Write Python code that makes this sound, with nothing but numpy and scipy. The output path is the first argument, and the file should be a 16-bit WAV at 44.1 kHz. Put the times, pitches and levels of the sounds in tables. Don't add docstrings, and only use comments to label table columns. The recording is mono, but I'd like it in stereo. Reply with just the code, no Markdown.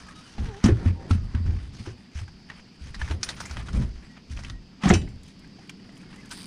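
import sys
import numpy as np
from scipy import signal
from scipy.fft import rfft, irfft
from scipy.io import wavfile
from scipy.ndimage import uniform_filter1d

SR = 44100
rng = np.random.default_rng(int(sys.argv[2]) if len(sys.argv) > 2 else 0)


def wrap_up_sound(samples):
    columns = np.atleast_2d(samples).T
    tamed = np.clip(columns, -1, 1)
    steps = np.round(tamed * 32767).astype(np.int16)
    wavfile.write(sys.argv[1], SR, steps)


N = 284985


def amp(db):
    return 10 ** (np.asarray(db) / 20)


def rms_one(x):
    return x / np.sqrt(np.mean(x ** 2) + 1e-20)


def in_time(rows, off=None):
    s, *columns = np.transpose(rows)
    return [np.interp(np.arange(N) / SR, s, c, left=off, right=off) for c in columns]


def at_hz(points, hz):
    points_hz, values = np.transpose(points)
    return np.interp(np.log(hz), np.log(points_hz), values)


def band(x, low_hz, high_hz):
    return signal.sosfilt(signal.butter(2, [low_hz, min(high_hz, .45 * SR)], "band", fs=SR, output="sos"), x)


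def filtered(x, order, hz, kind="low"):
    return signal.sosfilt(signal.butter(order, hz, kind, fs=SR, output="sos"), x)


def drift(rate_hz):
    r = np.exp(-80 * np.pi * rate_hz / SR)
    noise = rng.standard_normal(N // 40 + 2002)
    slow = signal.lfilter([1], [1, -2 * r, r * r], noise)[2000:]
    return np.interp(np.arange(N) / 40, np.arange(len(slow)), rms_one(slow))


def ring(x, hz, t60_s):
    r, w = amp(-60 / (t60_s * SR)), 2 * np.pi * hz / SR
    return signal.lfilter([0, np.sin(w)], [1, -2 * r * np.cos(w), r * r], x + 1e-18)


def add(out, x, s):
    i = max(round(s * SR), 0)
    out[..., i:i + x.shape[-1]] += x[..., :N - i]


def panned(x, pan_db):
    sides = amp(np.reshape([pan_db / 2, -pan_db / 2], (2, -1)))
    return x * sides / np.cosh(pan_db * np.log(10) / 40)


def swells(starts, holds, rise_db_per_s, fall_db_per_s):
    t = np.arange(0, N + 32, 32) / SR
    starts, ends = np.array(starts)[:, None], (np.array(starts) + holds)[:, None]
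    before_db, after_db = (starts - t) * rise_db_per_s, (t - ends) * fall_db_per_s
    below_db = np.maximum(0, np.maximum(before_db, after_db))
    return lambda db: np.interp(np.arange(N) / SR, t, np.sqrt(amp(2 * db) @ amp(-2 * below_db)))


# (time [s], left over right [dB])
BEARING = [(0, -9), (.6, -17), (1.2, -16), (2.2, -14.5), (3, -15.5), (3.4, -10), (3.8, -10.5), (4.3, -3),
           (4.9, -3), (5.7, -2), (6.46, 0.5)]


def bearing(s):
    return np.interp(s, *np.transpose(BEARING))


# (frequency [Hz], likeness [0-1])
LIKENESS = [(30, 0), (100, 1), (300, 0.83), (1000, 0), (4000, 0.74), (12000, 0)]
# (frequency [Hz], left over right [dB])
LEAN = [(60, 2.0), (130, 0), (290, 1.5), (640, 1), (1410, -1.5), (3100, 0.5), (6820, -11.5), (15000, -2)]


def coloured(spectrum, alike_base, alike_scale, patchy_db, lean_share):
    out, edges_hz = 0, 25 * 2 ** (np.arange(29) / 3)
    white = rng.standard_normal((2, 2, N))
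    for k, (low, high) in enumerate(zip(edges_hz, edges_hz[1:])):
        mid, side = band(white[k % 2], low, high)
        hz = np.sqrt(low * high)
        alike = np.clip(alike_base + alike_scale * at_hz(LIKENESS, hz), 0, 1)
        gain = amp(at_hz(spectrum, hz) + patchy_db * drift(13))
        pair = np.sqrt(1 + alike) * mid + np.sqrt(1 - alike) * side * [[1], [-1]]
        out = out + gain * panned(pair, lean_share * at_hz(LEAN, hz))
    return rms_one(out)


# (frequency [Hz], relative density [dB per Hz])
AIR_SPECTRUM = [(25, -19), (52, -15), (82, -11.5), (198, 0.5), (313, -10), (567, -24), (800, -17),
                (1300, -28), (2900, -22.5), (3400, -26), (4750, -28.5), (6500, -33), (9000, -46.5),
                (12000, -45), (15500, -51)]
AIR_DB = -52


def open_air():
    return amp(AIR_DB) * coloured(AIR_SPECTRUM, alike_base=.05, alike_scale=0.83, patchy_db=1.2, lean_share=1)


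# (time [s], level [dB])
DRONE_LEVEL = [(0, -54), (2, -58), (4, -54.5), (5.4, -55), (5.8, -45), (6.46, -49)]
# (frequency [Hz], width [Hz], relative level [dB])
DRONE_PEAKS = [(137, 22, -5), (190.5, 32, 3), (258.5, 36, -2.5), (289, 23, -11), (380, 125, -7.5)]


def far_drone():
    drone = sum(amp(db) * rms_one(ring(rng.standard_normal(N), hz, 2.3 / width_hz))
                for hz, width_hz, db in DRONE_PEAKS)
    return amp(in_time(DRONE_LEVEL)[0] + 1.4 * drift(1.4)) * rms_one(drone)


INSECTS_HZ, INSECTS_WIDTH_HZ, INSECTS_DB, INSECTS_PAN_DB = 4800, 800, -60, -5.5


def insects():
    low_hz, high_hz = INSECTS_HZ - INSECTS_WIDTH_HZ / 2, INSECTS_HZ + INSECTS_WIDTH_HZ / 2
    chorus = rms_one(band(rng.standard_normal((2, N)), low_hz, high_hz))
    return amp(INSECTS_DB + 1.5 * drift(1.9)) * panned(chorus, INSECTS_PAN_DB)


# (start [s], length [s], first pitch [Hz], last pitch [Hz], level [dB])
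TONES = [(0.04, 0.11, 1276, 1290, -57), (0.135, .085, 3750, 3900, -63), (0.155, .065, 1260, 1280, -56),
         (0.25, .04, 3050, 2850, -58), (0.3, .06, 2800, 2720, -64), (0.79, 0.13, 950, 903, -53),
         (0.909, 0.19, 940, 885, -59), (0.953, 0.13, 786, 758, -57), (1.142, 0.17, 1206, 1260, -64.5),
         (4.02, 0.1, 7600, 7600, -74), (4.082, 0.08, 1906, 1920, -60), (4.521, 0.073, 1880, 1890, -58),
         (5.41, .05, 2250, 2000, -62), (5.5, .09, 3950, 3880, -70), (6.02, .1, 2200, 2130, -65),
         (6.17, .04, 2050, 2050, -58), (6.225, .04, 1700, 1680, -56), (6.26, .025, 1750, 1750, -60)]


def faint_tones():
    out, waver, flicker = np.zeros(N), 1 + 0.012 * drift(40), amp(2.5 * drift(25))
    for s, length_s, from_hz, to_hz, db in TONES:
        i, n = round(s * SR), round(length_s * SR)
        hz = np.linspace(from_hz, to_hz, n) * waver[i:i + n]
        phase = 2 * np.pi * np.cumsum(hz) / SR
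        add(out, amp(db) * np.sqrt(2 * np.hanning(n)) * flicker[i:i + n] * np.sin(phase), s)
    return out * amp([[-3], [3]])


# (start [s], hold [s], body level [dB], treble level [dB])
SCUFFS = [(0, 0.027, -55.5, -68), (0.073, 0.054, -54.5, -68), (0.162, 0.19, -61.5, -68.5),
          (.385, 0.1, -50.5, -67), (0.463, .15, -56, -70.5), (0.651, 0.042, -35.5, -58),
          (0.76, 0.091, -52, -73.5), (0.859, 0.032, -43.5, -66), (1.006, 0.13, -57, -76),
          (1.105, 0.046, -46, -63), (1.351, 0.032, -48, -78), (1.475, 0.14, -52.5, -73),
          (1.626, .04, -55.5, -70.5), (1.74, .03, -52.5, -65), (1.792, 0.044, -54, -65.5),
          (1.864, 0.027, -45, -65), (2.157, 0.057, -48.5, -62), (2.496, 0.023, -47.5, -74),
          (2.553, .04, -53, -74), (2.82, 0.078, -54, -66), (2.942, .02, -52, -67),
          (2.996, 0.026, -44.5, -60), (3.056, 0.067, -42.5, -58), (3.235, .02, -44.5, -56.5),
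          (3.29, .03, -43, -57), (3.357, 0.049, -53, -63.5), (3.402, 0.055, -48.5, -62),
          (3.498, 0.018, -48, -59.5), (3.545, 0.064, -46, -62.5), (3.668, 0.036, -55, -66),
          (3.74, 0.09, -47.5, -63), (4.042, .02, -53, -75.5), (4.16, 0.018, -49.5, -82),
          (4.308, 0.027, -47, -65), (4.363, 0.15, -45.5, -65.5), (4.84, .05, -37, -54),
          (4.9, .06, -37, -56), (5.257, 0.05, -59, -68), (5.422, 0.048, -57.5, -85),
          (5.565, 0.1, -58.5, -82), (6.11, .04, -54, -74), (6.18, .1, -58, -76), (6.312, 0.13, -56, -61)]
# (time [s], body level [dB])
RUSTLE = [(0, -55), (1.6, -57.5), (2.1, -63.5), (4, -58), (4.7, -68.5), (5.4, -61), (6.3, -56.5)]
# (frequency [Hz], relative density [dB per Hz])
RUB_SPECTRUM = [(300, -27), (450, -6.5), (800, -1), (1240, 0.5), (1960, 0), (2550, -7.5), (4000, -17.5),
                (5500, -13), (7300, -26), (9000, -20.5), (10500, -44), (13000, -58), (15500, -47)]
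# (time [s], gain below the split [dB], gain above it [dB])
RUB_TONE = [(0, -1.5, -5), (.6, 0.5, -11.5), (1.6, -3.5, -7.5), (2.1, -7, 1), (3.1, -6, 0.5),
            (3.7, 0.5, -1.5), (4.3, -12.5, -7), (4.9, 5.5, -5), (5.3, -10.5, 0), (6.46, -5, 0)]
SCUFF_RISE_DB_PER_S, SCUFF_FALL_DB_PER_S = 702, 371
RUB_SPLIT_HZ, RUSTLE_TREBLE_DB = 2740, -19.5
RUB_PAN_DB, RUB_PAN_SHARE = -0.5, 0.64
TREBLE_PAN_DB, TREBLE_PAN_SHARE = -5, .3


def scuff():
    starts, holds, body_db, treble_db = np.transpose(SCUFFS)
    strokes = swells(starts, holds, SCUFF_RISE_DB_PER_S, SCUFF_FALL_DB_PER_S)
    rustle = amp(in_time(RUSTLE)[0] + 1.2 * drift(5.8))
    rub = coloured(RUB_SPECTRUM, alike_base=.55, alike_scale=.4, patchy_db=2.0, lean_share=0)
    rub = rub * amp(np.clip(2.6 * drift(70), -6, 4))
    body = filtered(rub, 2, 3500) / np.std(band(rub, 780, 2100))
    treble = filtered(rub, 5, 3400, "high") / np.std(band(rub, 7040, 8640))
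    dull = filtered(body, 1, RUB_SPLIT_HZ)
    dull_db, thin_db = in_time(RUB_TONE)
    body = amp(dull_db) * dull + amp(thin_db) * (body - dull)
    body = np.hypot(strokes(body_db), rustle) * body
    treble = np.hypot(strokes(treble_db), amp(RUSTLE_TREBLE_DB) * rustle) * treble
    pan_db = bearing(np.arange(N) / SR)
    body = panned(body, RUB_PAN_DB + RUB_PAN_SHARE * pan_db)
    return body + panned(treble, TREBLE_PAN_DB + TREBLE_PAN_SHARE * pan_db)


# (time [s], pitch [Hz], level [dB])
SQUEAK = [(0.46, 475, -54), (0.464, 477, -59), (0.5, 438, -47), (0.53, 390, -48), (0.578, 400, -48),
          (0.61, 473.1, -64)]
# (multiple of the pitch, relative level [dB])
SQUEAK_PARTIALS = [(1, 0.5), (2, -2), (3, -21), (5, -21)]


def squeak():
    hz, _ = in_time(SQUEAK)
    _, level_db = in_time(SQUEAK, off=-120)
    phase = 2 * np.pi * np.cumsum(hz * (1 + 0.01 * drift(80))) / SR
    tone = sum(amp(db + 2 * drift(30)) * np.sin(k * phase) for k, db in SQUEAK_PARTIALS)
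    return np.sqrt(2) * uniform_filter1d(amp(level_db), size=500) * tone * amp([[-3], [3]])


# (time [s], peak level [dB])
TICKS = [(5.0867, -51), (5.1571, -58), (5.233, -43), (5.2638, -55), (5.2808, -52), (5.3931, -48),
         (5.4744, -55), (5.6744, -52), (5.695, -38), (5.9243, -61), (5.9558, -51), (5.975, -45),
         (6.0146, -48), (6.159, -47), (6.2032, -57), (6.2571, -45), (6.292, -47), (6.31, -34)]


def ticks():
    out, t = np.zeros(N), np.arange(SR // 20) / SR
    for (s, db), noise in zip(TICKS, rng.standard_normal((len(TICKS), len(t)))):
        burst = band(noise * amp(-60 * t / 0.04), 3300, 10700)
        add(out, amp(db) * burst / np.abs(burst).max(), s)
    return panned(out, pan_db=-10)


# (time [s], click rate [1/s], drive level [dB])
RATCHET = [(6.319, 260, -58), (6.333, 180, -57), (6.36, 180, -55), (6.38, 210, -55), (6.4, 155, -54),
           (6.415, 115, -55), (6.428, 85, -53), (6.452, 70, -52), (6.47, 64, -54)]
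# (frequency [Hz], relative level [dB], t60 [s])
PAWL = [(1700, -30, 0.014), (4800, 0, 0.005), (8950, -4, 0.005), (10000, -5, 0.0014), (12900, -13, 0.0027)]


def ratchet():
    per_s, _ = in_time(RATCHET, off=0)
    _, level_db = in_time(RATCHET, off=-120)
    teeth = np.diff(np.floor(np.cumsum(per_s) / SR), prepend=0)
    teeth = teeth * amp(level_db + rng.normal(0, 1.3, N))
    scrape = signal.lfilter([1], [1, -amp(-60 / (0.012 * SR))], teeth) * rng.standard_normal(N)
    drive = scrape + 7.0 * teeth
    return panned(sum(amp(db) * ring(drive, hz, t60_s) for hz, db, t60_s in PAWL), pan_db=-8.5)


def metal(strikes, modes, pan_db, waver_db):
    at, out = [round(s * SR) for s, db in strikes], np.zeros(N)
    luck_db = rng.normal(0, 1.5, (len(strikes), len(modes)))
    for k, (hz, level_db, t60_s) in enumerate(modes):
        clicks = np.zeros(N)
        clicks[at] = amp(np.array(strikes)[:, 1] + level_db + luck_db[:, k])
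        out += ring(clicks, hz, t60_s) * amp(waver_db * drift(25))
    return out * amp([[pan_db / 2], [-pan_db / 2]])


# (time [s], level [dB])
CLINKS = [(3.11, -60), (3.233, -48), (3.288, -57), (3.345, -59), (3.403, -52), (3.454, -56), (3.51, -61),
          (3.57, -68)]
# (frequency [Hz], relative level [dB], t60 [s])
TACKLE_MODES = [(5330, -5, .25), (5580, -12, .2), (9350, -5, .22), (10450, -5, .26), (12800, -12, .12),
                (13550, -9, .2), (14700, -13, .12)]


def jingle():
    return metal(CLINKS, TACKLE_MODES, pan_db=-10, waver_db=5)


# (time [s], level [dB])
CLANGS = [(4.937, -29), (5.088, -60)]
# (frequency [Hz], relative level [dB], t60 [s])
FITTING_MODES = [(1755, -14, .2), (1943, -14, .24), (2342, -5, .15), (2595, -4, .22), (2872, -11, .25),
                 (3058, -7, .2), (3300, -6, .08), (3905, -13, .3), (4420, -9, .1), (4840, -13, .2),
                 (5529, -3, .09), (5685, -9, .19), (6153, -2, .11), (7127, -8, .11), (7397, -13, .24),
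                 (8463, -17, .2), (8624, -10, .09), (8737, -20, .17), (9087, -19, .28), (9755, -25, .17),
                 (10340, -18, .16)]


def clang():
    return metal(CLANGS, FITTING_MODES, pan_db=-4, waver_db=1.5)


# (time [s], low-band peak [dB], treble over low band [dB], ring [Hz],
# ring over low noise [dB], treble centre [Hz], t60 of the crack [s])
KNOCKS = [(0.085, -36.5, -14, 1650, 1, 5100, 0.044), (0.381, -30.5, -27, 810, -1, 3000, 0.063),
          (0.434, -43, -15, 829, 4, 4900, 0.051), (0.639, -18, 1.5, 1530, -13, 5770, 0.059),
          (0.656, -19, -6, 900, -12, 6800, 0.073), (0.67, -22, -22, 750, -2, 5000, 0.07),
          (0.856, -35, -12, 676, 3, 3300, 0.033), (1.108, -25.5, -12, 960, 7, 3800, 0.046),
          (1.109, -19, -6, 1340, 5, 4140, 0.045), (1.348, -30, -22, 1570, 1, 3100, 0.041),
          (1.462, -38, -5, 1500, -4, 4800, 0.056), (1.862, -40, 4, 1750, -4, 3100, 0.08),
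          (2.187, -32, -7, 2010, -10, 3200, 0.043), (2.278, -37, -10, 1660, -2, 4900, 0.062),
          (2.5, -27, -32, 1900, 3, 3400, 0.032), (2.944, -28.5, 1, 1950, 2, 4500, 0.058),
          (3.014, -19.5, -26, 1750, 2.5, 3700, 0.039), (3.077, -29, -10, 2150, -13, 4400, 0.049),
          (3.109, -23, -9, 910, -10, 3800, 0.049), (3.23, -19.5, 8, 2460, -3, 5500, 0.055),
          (3.288, -19, 2.5, 1920, -6, 4280, 0.048), (3.368, -39, -3, 1900, -3, 4400, 0.052),
          (3.402, -26, 4.5, 1500, -10, 5300, 0.067), (3.454, -32, 3, 2110, 2, 6440, 0.078),
          (3.495, -35, -4, 2090, 0, 5700, 0.03), (3.51, -30, 3, 1450, -2, 5270, 0.036),
          (3.569, -22, -27, 2060, -7, 3000, 0.033), (3.684, -29.5, -25, 1430, 1, 3000, 0.041),
          (3.731, -34, 2, 1430, -10, 5300, 0.025), (3.748, -32.5, -5, 694, -3, 5900, 0.067),
          (3.827, -35, -16, 1440, 3, 3000, 0.033), (4.166, -41, -26, 1900, -7, 4600, 0.07),
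          (4.297, -47, 5, 2550, 0, 3000, 0.08), (4.373, -32, -15, 2600, -3, 3000, 0.025),
          (4.39, -33.5, 0, 845, -2, 4400, 0.025), (4.435, -36, 2, 2030, 0, 5400, 0.036),
          (4.448, -28, -3, 2620, 4, 3000, 0.019), (4.498, -31, 5, 1900, -2, 4300, 0.028),
          (4.824, -33, 0, 2600, -3, 3000, 0.035), (4.835, -18, -14, 1930, -3, 4800, 0.032),
          (4.845, -23, -8, 790, -1, 3100, 0.073), (4.856, -18, -12, 754, 3, 3700, 0.034),
          (4.878, -31, -6, 2620, -4, 6500, 0.08), (4.882, -30, 5, 690, 5, 6550, 0.07),
          (4.889, -23.5, 8, 820, 2, 6540, 0.067), (4.901, -8, -13, 1910, 0, 6140, 0.03),
          (4.9055, -7, -18, 2120, -5, 3000, 0.022), (4.908, -11, -21, 735, 2, 3030, 0.059),
          (4.928, -20, -16, 714, 6, 3000, 0.052), (4.937, -20.5, 5, 2680, -1, 5800, 0.067),
          (4.941, -25, -3, 2900, -6, 5900, 0.039), (4.953, -32, -1, 2560, -3, 5800, 0.043),
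          (5.015, -40, 3, 2000, -6, 3300, 0.065), (5.075, -42, -9, 2150, -1, 4300, 0.041),
          (5.446, -47, -13, 1900, 0, 4000, 0.058), (5.586, -45, -16, 795, 8, 4700, 0.08),
          (5.694, -30, 2.5, 2410, -1, 3300, 0.031), (5.889, -41, -26, 703, -1.5, 3200, 0.08),
          (5.967, -44, -1, 3000, 9, 3300, 0.027), (6.126, -40, -24, 1610, -11, 3000, 0.08),
          (6.304, -41, 2, 1500, -9, 3200, 0.089), (6.31, -33, 4, 1530, -2, 4870, 0.08),
          (6.316, -35, 4, 1650, -3, 8900, 0.088)]
KNOCK_RISE_SHARE, KNOCK_TAIL_DB, KNOCK_GRAIN_DB = 0.03, -19, 2.0
LAG_S_PER_DB = 1.2e-5


def knocks():
    out, t = np.zeros((2, N)), np.arange(SR // 8) / SR
    noise = rng.standard_normal((len(KNOCKS), 3, len(t)))
    steps = rng.standard_normal((len(KNOCKS), len(t) // 40 + 1))
    grains = amp(KNOCK_GRAIN_DB * np.repeat(steps, 40, axis=1))
    for knock, (shared, left, right), grain in zip(KNOCKS, noise, grains):
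        s, db, treble_db, hz, ring_db, treble_hz, t60_s = knock
        fall = amp(-60 * t / t60_s) + amp(KNOCK_TAIL_DB - 20 * t / t60_s)
        fall = fall * np.minimum(t / (KNOCK_RISE_SHARE * t60_s), 1) * grain[:len(t)]
        hit = (t == 0) + 0.11 * shared * fall ** 2
        low = rms_one(band(shared * fall, max(0.4 * hz, 400), 2840))
        low = low + amp(ring_db) * rms_one(ring(hit, hz, 0.6 * t60_s))
        crack = (shared + 0.82 * np.array([left, right])) * fall
        high = rms_one(band(crack, 3400, 6000))
        high = high + 1.55 * rms_one(band(crack, treble_hz / 1.31, treble_hz * 1.126))
        pan_db = bearing(s)
        low = panned(low / np.abs(low).max(), pan_db)
        high = panned(high / np.abs(high).max(), TREBLE_PAN_DB + TREBLE_PAN_SHARE * pan_db)
        both = amp(db) * (low + amp(treble_db) * high)
        add(out[0], both[0], s - LAG_S_PER_DB * pan_db)
        add(out[1], both[1], s)
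    return out


# (frequency [Hz], relative level [dB], free t60 [s])
HULL_MODES = [(44.8, -5.5, 0.39), (63, -5.5, 0.49), (86.76, 0.5, 0.33), (117.6, 2, 0.28), (146.1, -4, 0.32),
              (179.2, -0.5, .2), (226, -2.5, 0.17), (258, -6, 0.19), (315.6, -6, 0.2), (366, -1, .2),
              (415, 2, 0.17), (520, 5, 0.14), (614, 4, 0.16), (735, 8, 0.12)]
# (time [s], deep peak [dB], panel peak [dB], ring length [share of free t60],
# deep bounce [Hz], panel bounce [Hz])
THUMPS = [(0.386, -21.5, -27, 0.82, 64, 211), (0.44, -33.5, -36, 0.81, 68, 200),
          (0.499, -43, -48, 0.66, 60, 422), (0.64, -9, -6.5, 0.65, 115, 215), (0.656, -18, -7, 1, 100, 235),
          (0.688, -17, -10.5, 1, 76, 345), (0.717, -10.5, -19, 0.45, 112, 300),
          (0.855, -10.5, -17.5, 1, 88, 235), (0.9, -26.5, -27, 0.85, 97, 200),
          (0.923, -32, -31, 0.55, 111, 200), (1.105, -11, -17, 0.97, 88, 243),
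          (1.148, -46, -24, 0.68, 84, 200), (1.343, -14.5, -23.5, 1, 84, 230),
          (1.4, -20, -28.5, 0.4, 79, 200), (1.485, -17, -31.5, 1, 83, 200),
          (1.55, -23.5, -32.5, 1, 61, 214), (1.799, -32.5, -34, 0.39, 108, 210),
          (1.871, -29.5, -29, 1, 110, 347), (2.148, -25.5, -44, 1, 74, 200),
          (2.208, -26.5, -47, 0.75, 92, 200), (2.806, -33, -43.5, 1, 69, 200),
          (2.96, -33.5, -37, 0.4, 49, 199), (3.014, -24, -45, 1, 69, 210),
          (3.104, -19, -28.5, 0.64, 79, 300), (3.496, -29, -44.5, 1, 67, 301),
          (3.576, -28, -34, 0.48, 56, 219), (3.734, -20.5, -30, 0.53, 60, 190),
          (3.76, -28, -33, 0.5, 80, 200), (3.775, -16, -30, 0.32, 84, 200),
          (3.797, -15.5, -21, 0.62, 135, 200), (3.815, -26, -26.5, 0.82, 46, 200),
          (3.839, -28, -37.5, 0.97, 68, 207), (4.299, -28.5, -38.5, 1, 74, 203),
          (4.378, -39, -52, 0.65, 43, 196), (4.53, -38, -42, 0.62, 41, 186),
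          (4.835, -33, -17.5, 0.72, 139, 191), (4.855, -23, -9.5, 0.86, 60, 182),
          (4.87, -30.5, -15, 0.82, 60, 276), (4.901, -16.5, -6, 0.4, 92, 190),
          (4.909, -26, -11.5, 0.86, 95, 366), (4.926, -12, -14, 0.36, 88, 366),
          (4.94, -23, -14, 0.92, 60, 330), (4.958, -20.5, -17.5, 0.64, 88, 187)]
PANEL_HZ = 140
GIVE_CYCLES, GIVE_SHARE = 7.5, 1.0


def steps_on_deck():
    out, push = np.zeros(N), np.zeros(SR // 2)
    push[0] = 1
    soft = signal.lfilter(*signal.butter(2, 500, fs=SR), push)
    luck = rng.normal(0, 1, (len(THUMPS), len(HULL_MODES)))
    for (s, deep_db, panel_db, stretch, deep_hz, panel_hz), odd in zip(THUMPS, luck):
        for db, bounce_hz, deep in (deep_db, deep_hz, True), (panel_db, panel_hz, False):
            give = ring(soft, bounce_hz, GIVE_CYCLES / bounce_hz)
            boom = np.zeros(len(push))
            for (hz, level_db, t60_s), o in zip(HULL_MODES, odd):
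                if (hz < PANEL_HZ) == deep:
                    mode = ring(give, hz * (1 + 0.012 * o), t60_s * stretch)
                    boom += amp(level_db + 1.5 * o) * mode * np.sign(bounce_hz - hz + 1)
            bounce = ring(give, bounce_hz, GIVE_CYCLES / bounce_hz)
            boom = boom / np.abs(boom).max() + GIVE_SHARE * bounce / np.abs(bounce).max()
            add(out, amp(db) * boom / np.abs(boom).max(), s)
    return out


# (start [s], hold [s], level [dB], brightness [dB per octave])
ROLLS = [(0, 0.2, -53.5, -4), (0.405, 0.061, -30.5, -6.5), (0.794, 0.068, -32, -0.5),
         (0.997, 0.12, -41.5, 3.5), (1.165, 0.098, -31.5, -9.5), (1.466, 0.042, -27, -7),
         (1.597, 0.088, -41.5, -6.5), (1.748, .2, -47.5, -1.5), (2.2, .15, -50, -9), (2.44, 0.16, -54, -10),
         (2.847, 0.065, -40.5, -9), (2.994, 0.12, -35.5, -9), (3.115, 0.04, -41, 2),
         (3.2, 0.29, -42.5, -2.5), (3.557, 0.19, -37.5, -5.5), (3.758, 0.05, -26, -4.5),
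         (3.895, 0.085, -40.5, -16), (4.12, .1, -57, -10), (4.33, 0.23, -38.5, -9), (4.647, .15, -59, -2),
         (4.976, 0.06, -29, -3.5), (5.096, 0.14, -43.5, -8.5), (5.363, .12, -54, -14.5),
         (6.1, 0.42, -58, -13)]
ROLL_RISE_DB_PER_S, ROLL_FALL_DB_PER_S = 303, 155
ROLL_DULL_DB_PER_OCTAVE = 19


def rolling_weight():
    starts, holds, roll_db, tilt_db = np.transpose(ROLLS)
    weight = swells(starts, holds, ROLL_RISE_DB_PER_S, ROLL_FALL_DB_PER_S)
    shares_db = np.array([g - ROLL_DULL_DB_PER_OCTAVE * max(np.log2(hz / 280), 0) + tilt_db * np.log2(hz / 80)
                          for hz, g, t60_s in HULL_MODES])
    levels_db = roll_db + shares_db - 10 * np.log10(np.sum(amp(2 * shares_db), axis=0))
    rolls = [rms_one(ring(rng.standard_normal(N), hz, 0.24 * t60_s)) for hz, g, t60_s in HULL_MODES]
    return sum(weight(db) * roll for db, roll in zip(levels_db, rolls))


# (frequency [Hz], level [dB])
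HULL_SIDE = [(30, -13), (60, -21), (120, -35), (400, -12.5)]
SHAKE_DB, SHAKE_LOW_HZ, SHAKE_HIGH_HZ = -8, 22, 55.3


def hull():
    boom = steps_on_deck() + rolling_weight()
    force = np.sqrt(np.abs(uniform_filter1d(boom ** 2, size=2000)))
    shake = rms_one(band(rng.standard_normal(N), SHAKE_LOW_HZ, SHAKE_HIGH_HZ))
    shake = amp(SHAKE_DB) * force * shake
    hz = np.maximum(np.fft.rfftfreq(N, 1 / SR), 1)
    out_of_step = irfft(1j * rfft(boom) * amp(at_hz(HULL_SIDE, hz)), N)
    return boom + (out_of_step + shake) * np.array([[1], [-1]])


def scene():
    surroundings = open_air() + far_drone() + insects()
    person = scuff() + squeak()
    gear = ticks() + ratchet() + jingle() + clang() + knocks()
    return surroundings + faint_tones() + person + gear + hull()


SHADE_HZ, SHADE_DB, CUTOFF_HZ = 10720, -6, 15700


def record(dry):
    below = signal.sosfilt(signal.cheby1(6, .5, SHADE_HZ, fs=SR, output="sos"), dry)
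    above = filtered(dry, 4, SHADE_HZ, "high")
    shaded = below + amp(SHADE_DB) * above
    return signal.sosfilt(signal.cheby2(12, 40, CUTOFF_HZ, fs=SR, output="sos"), shaded)


dry = scene()
out = record(dry)
wrap_up_sound(out)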